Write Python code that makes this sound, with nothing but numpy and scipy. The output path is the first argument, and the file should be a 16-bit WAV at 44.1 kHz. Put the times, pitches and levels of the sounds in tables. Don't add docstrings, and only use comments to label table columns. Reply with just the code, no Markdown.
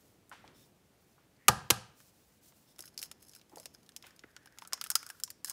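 import sys
import numpy as np
from scipy import signal
from scipy.fft import rfft, irfft, next_fast_len
from scipy.io import wavfile
from scipy.ndimage import uniform_filter1d

SR = 44100
rng = np.random.default_rng(int(sys.argv[2]) if len(sys.argv) > 2 else 0)


def to_wav(sig):
    pcm = np.clip(np.atleast_2d(sig), -1, 1) * 32767
    pcm = np.round(pcm).astype(np.int16)
    wavfile.write(sys.argv[1], SR, pcm.T)


N = 243431


def amp(db):
    return 10 ** (np.asarray(db) / 20)


def unit(x):
    return x / np.sqrt(np.mean(x ** 2, axis=-1, keepdims=True) + 1e-20)


def along(points, hz):
    f, v = np.transpose(points)
    return np.interp(np.log(hz + 1), np.log(f + 1), v)


def filtered(x, response):
    n = x.shape[-1]
    m = next_fast_len(n + 8192)
    return irfft(rfft(x, m) * response(np.fft.rfftfreq(m, 1 / SR)), m)[..., :n]


def noise(shape, response):
    return unit(filtered(rng.standard_normal(shape), response))


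def flicker(n, spread_db, samples):
    return amp(spread_db * unit(uniform_filter1d(rng.standard_normal(n), size=samples)))


def resonance(hz, centre_hz, width_hz):
    return 1j * hz * width_hz / (centre_hz ** 2 - hz ** 2 + 1j * hz * width_hz + 1e-9)


def modes(table):
    return lambda hz: sum((-1) ** k * amp(db) * resonance(hz, centre, width)
                          for k, (centre, width, db) in enumerate(table))


def fade(t, rise, t60):
    return (1 - np.exp(-t / rise)) * amp(-60 * t / t60)


def spells(rows, rise, t60, rest_db=-120):
    t = np.arange(N) / SR
    power = 0
    for start, end, db in rows:
        onset = np.clip((t - start) / rise + .5, 0, 1)
        power += (onset * amp(db - 60 * np.clip(t - end, 0, None) / t60)) ** 2
    return np.sqrt(power + amp(rest_db) ** 2)


def add(track, start, sound):
    i = round(start * SR)
    track[i:i + len(sound)] += sound[:len(track) - i]


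# (frequency [Hz], relative density [dB])
HUM_SPECTRUM = [(15, -49), (25, -6), (135, -4), (296, -6), (524, -10.5), (809, -13), (979, -15.5),
                (1150, -16.5), (2090, -18), (3150, -20), (12900, -27.5), (15200, -28.5), (16500, -46.5)]
# (start [s], end [s], level [dB])
RUMBLE_SWELLS = [(0, .05, -69.5), (.38, .52, -66), (2.9, 3.1, -69), (3.55, 3.8, -70)]

def hum():
    colour = lambda hz: amp(along(HUM_SPECTRUM, hz))
    steady = amp(-70.5) * noise(N, colour)
    rumble = noise(N, lambda hz: colour(hz) * resonance(hz, 92, 620))
    return steady + spells(RUMBLE_SWELLS, rise=0.081, t60=1.5, rest_db=-72.5) * rumble


# (frequency [Hz], relative density [dB])
SKIN_SPECTRUM = [(1500, -45.5), (2500, -5), (3600, -3), (5400, 1.5), (8000, 0.5), (12000, -1), (15500, 1.5),
                 (16500, -23.5)]
# (start [s], end [s], level [dB])
FINGER_STROKES = [(0, .12, -72), (.55, .66, -68.5), (.87, .9, -82), (1.0, 1.03, -75.5), (1.07, 1.12, -76),
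                  (1.96, 2.08, -68), (2.12, 2.36, -74), (2.42, 2.49, -64), (2.54, 2.72, -71),
                  (3.5, 3.62, -76), (4.045, 4.07, -66), (4.8, 5.2, -69.5)]
# (frequency [Hz], bandwidth [Hz], gain [dB])
SCRAPE_MODES = [(3600, 220, -2.5), (5400, 200, -1)]
# (start [s], end [s], level [dB])
SCRAPE_SPELLS = [(.54, .645, -71), (2.67, 2.725, -73)]
# (start [s], end [s], level [dB], centre frequency [Hz])
MURMUR_SPELLS = [(1.373, 1.482, -74, 1940), (4.272, 4.558, -71, 1650), (4.61, 4.884, -73, 1500),
                 (4.9, 5.11, -65, 1400)]

def rubbing():
    grain = flicker(N, spread_db=1.0, samples=90)
    stutter = flicker(N, spread_db=1.5, samples=1800)
    skin = unit(stutter * grain * noise(N, lambda hz: amp(along(SKIN_SPECTRUM, hz))))
    murmur = np.zeros(N)
    for *spell, centre_hz in MURMUR_SPELLS:
        band = noise(N, lambda hz: resonance(hz, centre_hz, width_hz=600) ** 2)
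        murmur += spells([spell], rise=0.06, t60=0.5) * stutter * band
    scrape = unit(grain * noise(N, modes(SCRAPE_MODES)))
    strokes = spells(FINGER_STROKES, rise=0.037, t60=0.21, rest_db=-81.5)
    return strokes * skin + spells(SCRAPE_SPELLS, rise=.015, t60=.04) * scrape + murmur


# (frequency [Hz], bandwidth [Hz], gain [dB])
SHELL_MODES = [(5140, 520, 1.5), (5980, 460, -3.5), (6400, 530, -2)]
# (time [s]), (bandwidth [Hz])
HOLLOW_OPENING = [4.3, 4.45], [240, 125]
# (time [s], relative level [dB], dull gain [dB], bright gain [dB], hollow gain [dB],
# hollow frequency [Hz])
SHELL_CRACKS = [(0.2946, -61.5, -9, 19.5, -9, 750), (0.4774, -61.5, 19, -14, -20, 810),
                (2.0029, -50.5, 2, 4, -6, 1697), (2.5224, -64, 8, -13, 4.5, 764),
                (2.7611, -50.5, -8, -6, -17.5, 846), (2.7848, -52.5, -11, 11, -7, 1350),
                (2.7916, -35, -2.5, 5, -18, 1450), (2.8058, -36.5, -22, 8, -35, 1306),
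                (2.824, -39, -13, 1, -33, 842), (2.839, -48, -11, -8, -5.5, 1720),
                (2.8775, -44.5, -2, -11, -17.5, 1340), (2.9773, -24, -12, -7, -43, 1550),
                (2.9915, -28, -32, -16.5, -44, 1497), (3.0167, -32.5, -12, 1, -24, 1650),
                (3.0279, -25.5, -1.5, 1, -35, 1700), (3.057, -45, -4, -10, -17, 751),
                (3.1143, -33, -2, 0, -25, 1360), (3.2262, -51, 3, 12, -18, 1345),
                (3.2844, -56, -10, 13, -22, 816), (3.2942, -41.5, -20, -3, -38, 1754),
                (3.335, -43, -1, -11.5, -29, 1780), (3.3504, -39, -6, 1, -34, 1730),
                (3.3625, -45, -5, 4, -14, 1360), (3.3957, -53, -2, -5, -17, 1350),
                (3.414, -53, 8, -1, -15, 799), (3.496, -53.5, -6, 1.5, -21, 942),
                (3.5586, -43, -3, 5, -34, 920), (3.5704, -55, -12, 15, -14, 793),
                (3.5825, -38, -14, -6, -30, 996), (3.5992, -38.5, -4, 3, -35, 870),
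                (3.6306, -47, -7, -13, -16, 890), (3.6568, -27, -5.5, -2.5, -30, 1720),
                (3.7481, -41.5, -13, -18, -18, 1400), (3.8307, -53, -3.5, 0, -27, 834),
                (3.863, -51.5, 1, -4, -24, 783), (3.8911, -51, 7.5, 9.5, -7, 1700),
                (3.9199, -52.5, -3, -22, -17, 886), (3.9637, -27.5, -8, -1.5, -32, 880),
                (4.0251, -41, -0.5, -8, -41, 758), (4.0672, -45.5, -2, 4, -9, 1570),
                (4.107, -50.5, -8.5, -5, -10, 1730), (4.163, -49, -18, 2, -25, 885),
                (4.1929, -41, -2, -26, -28, 1488), (4.3648, -37.5, 0, -23, -11.5, 1443),
                (4.4585, -47.5, -2, 4.5, -8, 840), (4.473, -50, -1, -9, -5, 1640),
                (4.5234, -54.5, -8, -3, -20, 1600), (4.575, -51, -14, -6, -5, 1350),
                (4.586, -35.5, 0, -1, -19, 880), (4.621, -46.5, 0, 1, 3.5, 906),
                (4.6506, -56.5, 18, -13, 5, 1320), (4.6743, -48.5, -18, 15.5, -10, 1290),
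                (4.7246, -36.5, -24, -16, -3, 1710), (4.7326, -13.5, -13.5, -8, -23.5, 1055),
                (4.777, -58.5, 8, 8, 9.5, 1350), (4.8129, -24.5, -0.5, 0, -16.5, 1380),
                (4.8399, -39, 8, 17, -6.5, 1710), (4.8476, -36.5, -2, -2, -16, 1580),
                (4.8631, -44.5, 8.5, -20, -2, 1280), (4.9023, -21.5, -7, 11, -14.5, 1470),
                (4.915, -21.5, -17, -5, -25, 870), (4.9543, -7.5, -10, -0.5, -21.5, 1353),
                (5.0292, -41.5, 5.5, 4, -4.5, 1350), (5.0647, -34, -21, 2.5, -12.5, 1390),
                (5.0903, -39.5, -7, 5, -37, 1467), (5.1009, -31.5, -3, 2.5, -11, 1520),
                (5.1999, -43.5, -2, 9.5, -10, 1510), (5.2362, -16.5, -29, -1.5, -38, 1530),
                (5.2774, -44, 1, -6, -10, 1028), (5.303, -33.5, -5, 8, -18, 1650),
                (5.446, -23.5, -20.5, 3.5, -20.5, 1680), (5.475, -36.5, -10, -3, -21, 1630),
                (5.4845, -45.5, -12, 14, -2.5, 1000), (5.4973, -27.5, -10, 8, -25, 1600),
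                (5.5052, -37, -13, -5, -12, 1000)]

def cracks():
    out, ticks, t = np.zeros(N), np.zeros(N), np.arange(SR // 16) / SR
    detune = np.exp(.045 * rng.standard_normal((len(SHELL_CRACKS), 1)))
    bands = [lambda hz: modes(SHELL_MODES)(hz / detune),
             lambda hz: resonance(hz, 3200, 3530) ** 2,
             lambda hz: resonance(hz, 8100, 9600) ** 2 * resonance(hz, 12000, 20000),
             lambda hz: resonance(hz, 1430, 2430) ** 2]
    hiss = np.array([noise((len(SHELL_CRACKS), len(t)), band) for band in bands])
    impulses = np.ones(detune.shape) * (t == t[8])
    tick = np.array([filtered(impulses, band) for band in bands])
    tick /= np.abs(tick).max(axis=2, keepdims=True)
    flutter = amp(-13.5) * fade(t, 0.00034, 0.084) / (1 + (t / 0.014) ** 4)
    snap = fade(t, 0.00045, 0.0086) + flutter
    for k, (start, db, dull_db, bright_db, hollow_db, hollow_hz) in enumerate(SHELL_CRACKS):
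        mix = amp([db, db + dull_db, db + bright_db, db + hollow_db + 7])
        burst = amp(-8.5) * snap * (mix @ hiss[:, k])
        width_hz = np.interp(start, *HOLLOW_OPENING)
        air = filtered(snap * hiss[-1, k], lambda hz: resonance(hz, hollow_hz, width_hz))
        add(out, start, burst + amp(db + hollow_db) * air / np.abs(air).max())
        add(ticks, start, mix @ tick[:, k])
    return out + amp(-3.5) * ticks, ticks


# (frequency [Hz], reverberation time T60 [s])
KITCHEN_T60 = [(100, .4), (600, 0.13), (1500, 0.59), (4000, 0.42), (9000, 0.34), (15000, 0.11)]

def reverberation(x):
    out, step, delay_s = np.zeros(N), SR // 5, 0.0082
    for i in range(0, N, step):
        hz, t, spectra = signal.stft(rng.standard_normal(SR // 2), SR, nperseg=256)
        decay = amp(-60 * t / along(KITCHEN_T60, hz)[:, None])
        tail = signal.istft(spectra * decay, SR, nperseg=256)[1]
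        add(out, i / SR + delay_s, signal.fftconvolve(x[i:i + step], tail / np.linalg.norm(tail)))
    return out


# (time [s], level [dB], centre frequency [Hz], T60 [s], room excitation [dB])
SOFT_BUMPS = [(0.3147, -41, 1000, 0.068, -64), (0.441, -48.5, 854, 0.046, -73.5),
              (0.48, -52.5, 302, 0.052, -74.5), (1.179, -62.5, 1120, 0.053, -84),
              (1.363, -70, 4595, 0.04, -99), (2.792, -49.5, 410, 0.042, -78),
              (2.978, -57, 600, 0.016, -80.5), (3.029, -55, 590, 0.032, -80), (3.113, -51, 500, 0.029, -99),
              (3.518, -58, 776, 0.21, -91), (3.528, -53, 300, 0.14, -94), (3.57, -43.5, 590, 0.069, -94),
              (3.597, -53.5, 503, 0.092, -94), (3.66, -46.5, 500, 0.019, -100),
              (4.036, -53.5, 840, 0.084, -73), (4.04, -51, 2230, 0.061, -75), (4.061, -57, 2740, 0.08, -82),
              (4.2366, -42.5, 1510, 0.03, -98), (4.242, -41.5, 250, 0.019, -82),
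              (4.7307, -42.5, 590, 0.028, -70)]

def bumps():
    direct, drive, t = np.zeros(N), np.zeros(N), np.arange(SR // 5) / SR
    impulse = 1. * (t == 0)
    for start, db, centre_hz, t60, room_db in SOFT_BUMPS:
        puff = noise(len(t), lambda hz: resonance(hz, centre_hz, 0.64 * centre_hz) ** 2)
        add(direct, start, amp(db) * fade(t, 0.00031, t60) * puff)
        colour = lambda hz: resonance(hz, 0.73 * centre_hz, 1.7 * centre_hz) * resonance(hz, 1500, 6000)
        add(drive, start, amp(room_db) * unit(filtered(impulse, colour)))
    return direct, drive


# (frequency [Hz], relative density [dB])
SMASH_SPECTRUM = [(88, -44.5), (150, -17), (1180, -10.5), (1900, -13), (2980, -5.5), (3700, -9.5),
                  (4160, -5), (7080, -8.5), (7660, -11), (11000, -9.5), (15300, -17.5), (16500, -37)]
# (frequency [Hz], bandwidth [Hz], gain [dB])
COUNTER_MODES = [(340, 120, -12), (503, 30, -2), (788, 85, -1.5), (1000, 52, -2), (1210, 40, 0.5),
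                 (1350, 54, -3.5), (1600, 92, -4), (1906, 100, -15)]
# (frequency [Hz], bandwidth [Hz], gain [dB])
CABINET_MODES = [(65, 90, -11.5), (116, 32, 0), (138, 40, -4), (213, 25, -8)]
# (time [s], level [dB], counter gain [dB], cabinet gain [dB], burst rise [s],
# burst T60 [s], splinter gain [dB], pop gain [dB], pop frequency [Hz])
EGG_KNOCKS = [(1.4823, -2, -12, -21.5, .0006, .03, -29, -5, 1213),
              (1.7026, -3, -17.5, -26, 0.0024, 0.029, -23.5, -14.5, 337)]

def knocks():
    direct, impulses, t = np.zeros(N), np.zeros(N), np.arange(SR // 2) / SR
    colour = lambda hz: amp(along(SMASH_SPECTRUM, hz))
    for start, db, ring_db, thump_db, rise, t60, splinter_db, pop_db, pop_hz in EGG_KNOCKS:
        grit = flicker(len(t), spread_db=3.3, samples=20)
        envelope = fade(t, rise, t60) + amp(splinter_db) * fade(t, 0.0015, 0.041)
        burst = unit(grit * noise(len(t), colour)) * envelope
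        pop = fade(t, 0.0022, 0.036) * np.sin(2 * np.pi * pop_hz * t)
        ring_decay = fade(t, 0.0016, 0.054) + amp(-20.5) * fade(t, 0.0026, 0.45)
        ring = noise(len(t), modes(COUNTER_MODES)) * ring_decay
        push = np.sin(np.pi * np.clip((t - .005) / 0.0027, 0, 1))
        thump = filtered(push, modes(CABINET_MODES))
        rumble = amp(-13) * fade(t, .015, .45) * noise(len(t), modes(CABINET_MODES))
        cabinet = thump / np.abs(thump).max() + rumble
        knock = amp(-4.5) * burst + amp(pop_db) * pop + amp(ring_db) * ring + amp(thump_db) * cabinet
        add(direct, start, amp(db) * knock)
        impulses[round((start + .003) * SR)] = amp(db)
    return direct, filtered(impulses, colour)


# (start [s], end [s], relative level [dB])
CRUMBLE_RUNS = [(2.832, 2.895, -50.5), (2.924, 2.956, -62), (2.975, 3.005, -41.5), (2.998, 3.074, -47.5),
                (3.198, 3.34, -60), (3.329, 3.398, -58), (3.558, 3.656, -58.5), (3.73, 3.76, -54.5),
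                (3.778, 3.818, -67.5), (4.3, 4.325, -66), (4.42, 4.437, -62.5), (4.55, 4.57, -66),
                (4.605, 4.645, -53), (4.833, 4.89, -58), (5.453, 5.463, -31), (5.461, 5.521, -41.5)]

def crumbling(fractures_per_s=1200, spread_db=2.6):
    t = np.arange(N) / SR
    runs = sum(amp(db) * np.clip(np.minimum(t - start, end - t) / 0.012, 0, 1)
               for start, end, db in CRUMBLE_RUNS)
    breaks = rng.random(N) < fractures_per_s / SR
    specks = breaks * amp(spread_db * rng.exponential(size=N)) * rng.standard_normal(N)
    smear = fade(t[:SR // 40], 0.00044, 0.01) * rng.standard_normal(SR // 40)
    crackle = signal.fftconvolve(runs * unit(specks), smear / np.linalg.norm(smear))[:N]
    colour = lambda hz: (amp(-6.5) * modes(SHELL_MODES)(hz) + amp(-3.5) * resonance(hz, 6240, 8100)
                         + amp(-19) * resonance(hz, 2300, 2000))
    return filtered(crackle, colour)


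def scene():
    blows, blow_drive = knocks()
    snaps, ticks = cracks()
    contacts, contact_drive = bumps()
    crumbs = crumbling()
    room = reverberation(amp(2.0) * blow_drive + amp(-21.5) * ticks + amp(-19) * crumbs + contact_drive)
    return (blows + snaps + crumbs + contacts + room + rubbing() + hum())[None]


def record(dry):
    rounded = dry / (1 + np.abs(dry / .92) ** 4) ** .25
    bass_cut = lambda hz: (hz ** 2 / (hz ** 2 - 45 ** 2 - 1.4j * 45 * hz)) ** 2
    treble_cut = lambda hz: amp(np.interp(hz, [15700, 16000, 16700, 17050], [0, -18, -22, -90]))
    return filtered(rounded, lambda hz: bass_cut(hz) * treble_cut(hz))


dry = scene()
out = record(dry)
to_wav(out)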